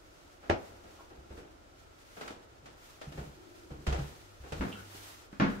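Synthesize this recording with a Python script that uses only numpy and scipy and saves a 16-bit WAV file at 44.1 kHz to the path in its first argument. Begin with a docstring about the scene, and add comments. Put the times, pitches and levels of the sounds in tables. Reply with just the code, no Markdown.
"""A walk through an empty house, phone in hand. From the start clothes swish and shoes tap and scuff
over a faint rush of air. At 0.5 s a sharp knock, wood on wood; at 1 s a board creaks, then footfalls
thump the wooden floor, heaviest near 3.9 s. A low hum peaks at the doorway (4.4 s). The door is nudged
at 4.6 s, boards creak again, and from 5.3 s the door rattles on its stop. Bare rooms echo every blow."""
import sys
import numpy as np
from scipy import signal
from scipy.fft import rfft, irfft
from scipy.io import wavfile

SR = 44100
rng = np.random.default_rng(int(sys.argv[2]) if len(sys.argv) > 2 else 0)


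def generate_wav(sig):
    """Save sig (samples, or channels by samples) to the path in sys.argv[1] as 16-bit PCM at SR."""
    pcm = np.round(np.clip(np.atleast_2d(sig).T, -1, 1) * 32767).astype(np.int16)
    wavfile.write(sys.argv[1], SR, pcm)


N = 246959
T = np.arange(SR) / SR  # time axis of one blow, 1 s

# shoe contacts: start_s, level_db, hardness (0 soft scuff, 1 heel click), board_body_db
SHOE_TAPS = [(0.42, -50, .05, -1), (0.839, -53, .1, 6), (1.10, -51.5, 0.13, 5.5), (1.299, -50, 0.33, 8),
             (1.372, -50, .55, 7), (2.165, -48, .35, 1), (2.209, -44, 0.67, 0), (2.2772, -50, 0.85, -5),
             (2.305, -52, 0.91, 9), (2.657, -55, 0.84, -3), (3.013, -50, 0.83, -0.5), (3.12, -53, 0.78, 5),
             (3.172, -44.5, 0.43, 7.5), (3.702, -47.5, 0.35, 9.5), (3.8658, -37.5, 0.76, 1),
             (3.924, -38.5, 0.74, 5), (3.985, -49, 0.57, 0), (4.435, -50, 0.36, 3.5),
             (4.5209, -42, 0.86, 5.5), (4.6077, -38.5, 0.34, 6), (4.947, -59, 0.98, 13)]
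# sole spectrum: freq_hz, gain_db
SOLE_SPECTRUM = [(100, -18), (170, -11.5), (390, -6.5), (471, -9.5), (637, -10.5), (741, -11), (800, -17.5),
                 (2060, -15.5), (3060, -17), (7010, -23.5), (15500, -41)]
# hollow board resonances under a shoe: centre_hz, width_hz, gain_db
BOARD_RESONANCES = [(482, 20, 4.5), (802, 30, 10.5), (890, 56, 7), (1330, 270, 4), (2130, 300, -1.5),
                    (2610, 130, -0.5), (4500, 210, -0.5)]
# weight on the floor: start_s, joist_db, board_db, heel_to_ball_s
FOOTFALLS = [(1.181, -47, -55, 0.054), (1.305, -42, -55, .069), (2.624, -62, -55.5, .05),
             (3.071, -45, -37.5, 0.076), (3.181, -38, -36, .083), (3.71, -42, -40, 0.073),
             (3.876, -23.5, -30, .047), (3.986, -32.5, -29.5, .03), (4.402, -45.5, -58, .03),
             (4.522, -38.5, -38.5, 0.053), (4.598, -28.5, -32, .037)]
# floor modes, four of the joists, then the boards: freq_hz, gain_db, t60_s
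FLOOR_MODES = [(45.3, -12.5, 0.43), (60.6, -8, 0.092), (67.4, 3, 0.24), (88.2, -8, 0.24),
               (123.5, -37, 0.21), (143.1, -1, 0.25), (152.7, -5, 0.26), (170.3, -9.5, 0.2),
               (204, -11.5, 0.17), (284.4, -14, 0.19)]
# board creaks: start_s, level_db, pitch_hz, width_hz, length_s
CREAKS = [(0.987, -51.5, 940, 750, .028), (4.721, -45.5, 2930, 650, 0.019), (4.736, -54, 1440, 302, 0.1)]

# light touch, chattering blow (two rows), slap off a wall: start_s, level_db, direct_gain_db
KNOCK_HITS = [(0.496, -35, 0), (0.4996, -29, 6.5), (0.5007, -36, 5), (0.513, -40, 8)]
# knock spectrum: freq_hz, gain_db
KNOCK_SPECTRUM = [(24, -37), (40, -16), (86, 1.5), (145, -13.5), (216, -10.5), (263, -7), (338, -3.5),
                  (502, -6.5), (746, -8), (1060, -16.5), (1350, -15.5), (3070, -22.5), (3740, -30.5),
                  (5290, -31.5), (15000, -64)]
# modes of the knocked wood: freq_hz, gain_db, t60_s
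WOOD_MODES = [(226, -27.5, 0.19), (351, -24, 0.17), (413, -20.5, 0.11), (571, -25.5, 0.15),
              (651, -25, 0.15), (778, -25, 0.12), (827, -19.5, 0.086), (926, -34, 0.14), (1350, -41, .1),
              (1710, -29, 0.03), (1810, -44, 0.052), (2110, -22.5, 0.028), (2480, -28, 0.055)]
# door nudge, then rattle on the stop: start_s, clack_db, ring_db
DOOR_HITS = [(4.6098, -36.5, -34), (5.329, -53, -46.5), (5.3993, -25.5, -33), (5.4059, -34, -31),
             (5.4216, -35, -25), (5.577, -54, -52)]
# door clack spectrum: freq_hz, gain_db
CLACK_SPECTRUM = [(24, -62), (40, -3), (108, -16.5), (196, 0), (244, -7), (298, -21.5), (355, -8.5),
                  (382, -15), (659, -19), (933, -23), (1060, -19), (1570, -19), (1780, -21.5),
                  (6300, -44.5), (15000, -93)]
# door panel modes: freq_hz, gain_db, t60_s
PANEL_MODES = [(165, -26, 0.094), (199.3, -1, 0.32), (212, -10, 0.064), (269.5, -3.5, 0.28),
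               (297.5, -4.5, 0.2), (355, -34, .22), (538, -32, 0.21), (892, -20.5, 0.25), (1100, -26, 0.17),
               (1310, -30, .2), (1330, -26, 0.33), (1564, -29, 0.35), (1680, -18, 0.32), (1900, -25, 0.17),
               (2190, -18.5, 0.19), (2510, -23, 0.25)]

# sleeve and trouser swings: peak_s, relative_db, length_s
SWISHES = [(0.203, -74, 1), (0.674, -67.5, 0.23), (0.956, -69.5, 0.32), (1.377, -68.5, 0.12),
           (1.813, -71, 0.1), (2.032, -69.5, 0.13), (2.208, -64, 0.26), (2.893, -65, 0.26),
           (3.216, -65, 0.36), (3.565, -69.5, 0.42), (4.052, -63.5, 0.53), (4.708, -62.5, 0.64),
           (5.045, -58, 0.35), (5.548, -65, 0.32)]
# fabric hiss spectrum: freq_hz, gain_db
CLOTH_SPECTRUM = [(200, -8.5), (700, 1.5), (1500, 1.5), (3000, 0.5), (6500, -2.5), (9000, -6),
                  (12000, -6.5), (15500, -10)]
# background rush spectrum: freq_hz, gain_db
AIR_SPECTRUM = [(13, -57), (22, -4), (56, 0.5), (105, -5.5), (163, -13.5), (227, -13.5), (275, -8.5),
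                (333, -6), (450, -11.5), (576, -10), (661, -12), (1140, -20), (2600, -26), (7390, -40),
                (15500, -79)]
# whirr envelope: time_s, relative_db
WHIRR_ENVELOPE = [(0, -72.5), (1.4, -63.5), (2.2, -81), (3.0, -74), (3.4, -56.5), (3.8, -58.5), (4.2, -79),
                  (5.1, -65), (5.6, -70)]
# nearest room's decay, scaled per source: freq_hz, t60_s
ROOM_DECAY = [(60, 0.45), (250, 0.53), (600, 0.53), (1400, 0.4), (3000, 0.42), (7000, 0.42), (15000, 0.064)]
# stereo width of diffuse sound: freq_hz, side_minus_mid_db
DIFFUSE_WIDTH = [(60, -9), (160, -10.5), (350, -3.5), (700, 3), (1400, 3.5), (2600, 0.5), (5000, 0.5),
                 (15000, 0)]


def shoes(grit_db=1.5, snap_t60_s=0.067):
    """Gritty sole contacts and their echo; harder ones are quicker, brighter and snap more."""
    out, f = np.zeros((2, N)), freqs(SR)
    peaks_db = sum(db / (1 + (2 * (f - hz) / width_hz) ** 2) for hz, width_hz, db in BOARD_RESONANCES)
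    boards_db = along(SOLE_SPECTRUM, f) + peaks_db
    bass = 1 / (1 + (f / 550) ** 4)
    treble = 1 - 1 / (1 + (f / 3000) ** 4)
    for start_s, level_db, hardness, body_db in SHOE_TAPS:
        rise_s = np.exp(between(np.log([0.022, 0.00079]), hardness))
        snap_db = between((-9, 8.5), hardness)
        treble_db = between((-17, -2), hardness)
        grains = np.repeat(rng.standard_normal(SR // 49 + 1), 49)[:SR]  # 1.1 ms each
        grit = unit(amp(grit_db * grains))
        snap = amp(snap_db) * diffuse(SR) * fade(snap_t60_s)
        tap = snap + room(t60_scale=0.97, far_db=-16)
        attack = 1 - np.exp(-T / rise_s)
        tone_db = boards_db + body_db * bass + treble_db * treble
        add(out, start_s, amp(level_db) * coloured(tap * grit * attack, tone_db))
    return out


def floorboards(push_s=0.0053, ball_db=-6.5):
    """Heel, then ball, push joists and boards into ringing; the balance varies by spot."""
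    out = np.zeros((2, N))
    joists, boards = ring(FLOOR_MODES[:4]), ring(FLOOR_MODES[4:])
    attack = 1 - np.exp(-T / push_s)
    for start_s, joist_db, board_db, heel_to_ball_s in FOOTFALLS:
        thump = (amp(joist_db) * joists + amp(board_db) * boards) * attack
        add(out, start_s, in_room(thump, wet_db=-12))
        add(out, start_s + heel_to_ball_s, amp(ball_db) * in_room(thump, wet_db=-12))
    return out


def knock(crack_hz=1800, crack_db=6, ring_db=-7.5):
    """Hard wood on wood, close on the right: bright crack, short ring, duller room."""
    out, f = np.zeros((2, N)), freqs(SR)
    tone_db = along(KNOCK_SPECTRUM, f)
    boost_db = crack_db / (1 + ((f - crack_hz) / 700) ** 4)
    crack = 14 * coloured(direct(left_lag_ms=0.6), tone_db + boost_db)
    attack = 1 - np.exp(-T / 0.00036)
    for start_s, level_db, direct_gain_db in KNOCK_HITS:
        echo = coloured(room(t60_scale=0.52, far_db=-19.5) * attack, tone_db)
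        add(out, start_s, amp(level_db) * (amp(direct_gain_db) * crack + echo))
    blow_s = KNOCK_HITS[1][0]
    add(out, blow_s, amp(ring_db) * in_room(ring(WOOD_MODES), wet_db=-7))
    return out


def door(bass_cut_db=4):
    """Each contact clacks and rings the hollow panel; the open panel radiates little bass."""
    out, f = np.zeros((2, N)), freqs(SR)
    tone_db = along(CLACK_SPECTRUM, f) - bass_cut_db / (1 + (f / 110) ** 4)
    for start_s, clack_db, ring_db in DOOR_HITS:
        impact = 10 * direct(left_lag_ms=-0.45) + room(t60_scale=1.0, far_db=-32)
        clack = coloured(impact, tone_db)
        panel = in_room(ring(PANEL_MODES), wet_db=-6)
        add(out, start_s, amp(clack_db) * clack + amp(ring_db) * panel)
    return out


def creaks(slips_per_s=700):
    """Shifting weight drives stick-slip ticks through one broad board resonance."""
    out = np.zeros((2, N))
    for start_s, level_db, pitch_hz, width_hz, length_s in CREAKS:
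        slipping = (rng.random(SR) < slips_per_s / SR) & (T < length_s)
        slips = slipping * rng.standard_normal(SR)
        slips[0] = 1  # onset slip
        creak = in_room(resonant(slips, pitch_hz, width_hz), wet_db=-1)
        add(out, start_s, amp(level_db) * unit(creak) * np.sqrt(length_s))
    return out


def clothes(gain_db=4, flutter_db=1.1, sheen_db_per_db=0.43):
    """Fabric hisses as limbs swing, each swing a bell of speed; faster is brighter."""
    t, f = np.arange(N) / SR, freqs(N)
    flutter = np.interp(t, np.linspace(0, t[-1], 300), rng.standard_normal(300))
    swings = [amp(db) * np.exp(-(2 * (t - peak_s) / length_s) ** 2) for peak_s, db, length_s in SWISHES]
    rustle = amp(-72.5)  # cloth never quite rests
    swing_db = 10 * np.log10(rustle ** 2 + np.sum(np.square(swings), axis=0))
    hiss = coloured(diffuse(N), along(CLOTH_SPECTRUM, f))
    highpass = 1 - 1 / (1 + (f / 8500) ** 10)
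    treble = irfft(rfft(hiss) * highpass, N)
    sheen_db = sheen_db_per_db * (swing_db + 59)
    hiss += treble * (amp(sheen_db) - 1)
    return hiss * amp(swing_db + gain_db + flutter_db * flutter)


def house(air_db=-60.5, hum_db=-54.5, doorway_s=4.44, pass_s=0.2, whirr_gain_db=-1, hiss_db=-68.5):
    """Quiet rush, a hum that falls off with distance from the doorway, a whirr and a thin hiss."""
    t, f = np.arange(N) / SR, freqs(N)
    tilt_db = -5 * f / (f + 3000)
    air = amp(air_db) * coloured(diffuse(N), along(AIR_SPECTRUM, f) + tilt_db)
    relative_distance = np.hypot(1, (t - doorway_s) / pass_s)
    hum = amp(hum_db) / relative_distance * resonant(diffuse(N), 99.87, width_hz=2.2)
    whirr_db = whirr_gain_db + np.interp(t, *np.transpose(WHIRR_ENVELOPE))
    whirr = amp(whirr_db) * resonant(diffuse(N), 338, width_hz=95)
    hiss = amp(hiss_db) * resonant(diffuse(N), 1362, width_hz=240)
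    return air + hum + whirr + hiss


def room(t60_scale=0.8, far_db=-27, far_t60_s=1.37):
    """Dense echoes of the bare room by octave, plus the longer, duller tail of rooms beyond."""
    spectrum, f, out = rfft(diffuse(SR)), freqs(SR), 0
    centres_hz = np.geomspace(60, 15000, 9)
    for hz, weights in zip(centres_hz, np.eye(len(centres_hz))):
        band = irfft(spectrum * along(np.c_[centres_hz, weights], f), SR)
        near = fade(t60_scale * along(ROOM_DECAY, hz))
        far = amp(far_db) * fade(far_t60_s) / (1 + (hz / 2200) ** 2)
        out = out + band * np.hypot(near, far)
    return out


def in_room(x, wet_db):
    """A sound plus its echoes, total power unchanged."""
    response = room()
    response /= np.sqrt(np.sum(response ** 2) / 2)
    echoes = signal.fftconvolve(x[None], response, axes=1)[:, :SR]
    return unit(x + amp(wet_db) * echoes) * np.std(x)


def direct(left_lag_ms):
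    """First wavefront; a positive lag puts the source on the right."""
    pulse = np.zeros((2, SR))
    pulse[0, int(max(left_lag_ms, 0) * SR / 1000)] = 1
    pulse[1, int(max(-left_lag_ms, 0) * SR / 1000)] = 1
    return pulse


def diffuse(size):
    """Noise from all sides: narrow in the bass, wide in the midrange."""
    mid, side = rng.standard_normal((2, size))
    side = irfft(rfft(side) * amp(along(DIFFUSE_WIDTH, freqs(size))), size)
    return np.array([mid + side, mid - side])


def coloured(x, gain_db):
    """Minimum-phase filter, one gain per bin; white noise keeps its power."""
    size = x.shape[-1]
    cepstrum = irfft(np.log(unit(amp(gain_db))), size)
    cepstrum[1:size // 2] *= 2
    cepstrum[size // 2 + 1:] = 0
    return irfft(rfft(x) * np.exp(rfft(cepstrum)), size)


def resonant(x, centre_hz, width_hz):
    """One resonance; output rms 1."""
    size = x.shape[-1]
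    detuning = 2 * (freqs(size) - centre_hz) / width_hz
    return unit(irfft(rfft(x) / (1 + detuning ** 2), size))


def ring(modes):
    """Sum of decaying sine modes."""
    return sum(amp(db) * np.sin(2 * np.pi * hz * T) * fade(t60_s) for hz, db, t60_s in modes)


def fade(t60_s):
    return np.exp(-np.log(1000) * T / max(t60_s, 1e-3))


def along(points, hz):
    """Interpolate (freq_hz, value) rows over log frequency."""
    f, value = np.transpose(points)
    return np.interp(np.log(np.maximum(hz, 1)), np.log(f), value)


def between(ends, share):
    return ends[0] + (ends[1] - ends[0]) * np.clip(share, 0, 1)


def freqs(size):
    return np.arange(size // 2 + 1) * SR / size


def amp(db):
    return 10 ** (np.asarray(db) / 20)


def unit(x):
    return x / np.sqrt(np.mean(x ** 2))


def add(out, start_s, x):
    i = int(start_s * SR)
    out[:, i:i + x.shape[-1]] += x[:, :N - i]


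def scene():
    return shoes() + floorboards() + knock() + door() + creaks() + clothes() + house()


def record(dry, cutoff_hz=15700):
    """The phone's steep low-pass."""
    lowpass = signal.ellip(12, 0.05, 60, cutoff_hz, fs=SR, output="sos")
    return signal.sosfiltfilt(lowpass, dry)


dry = scene()
out = record(dry)
generate_wav(out)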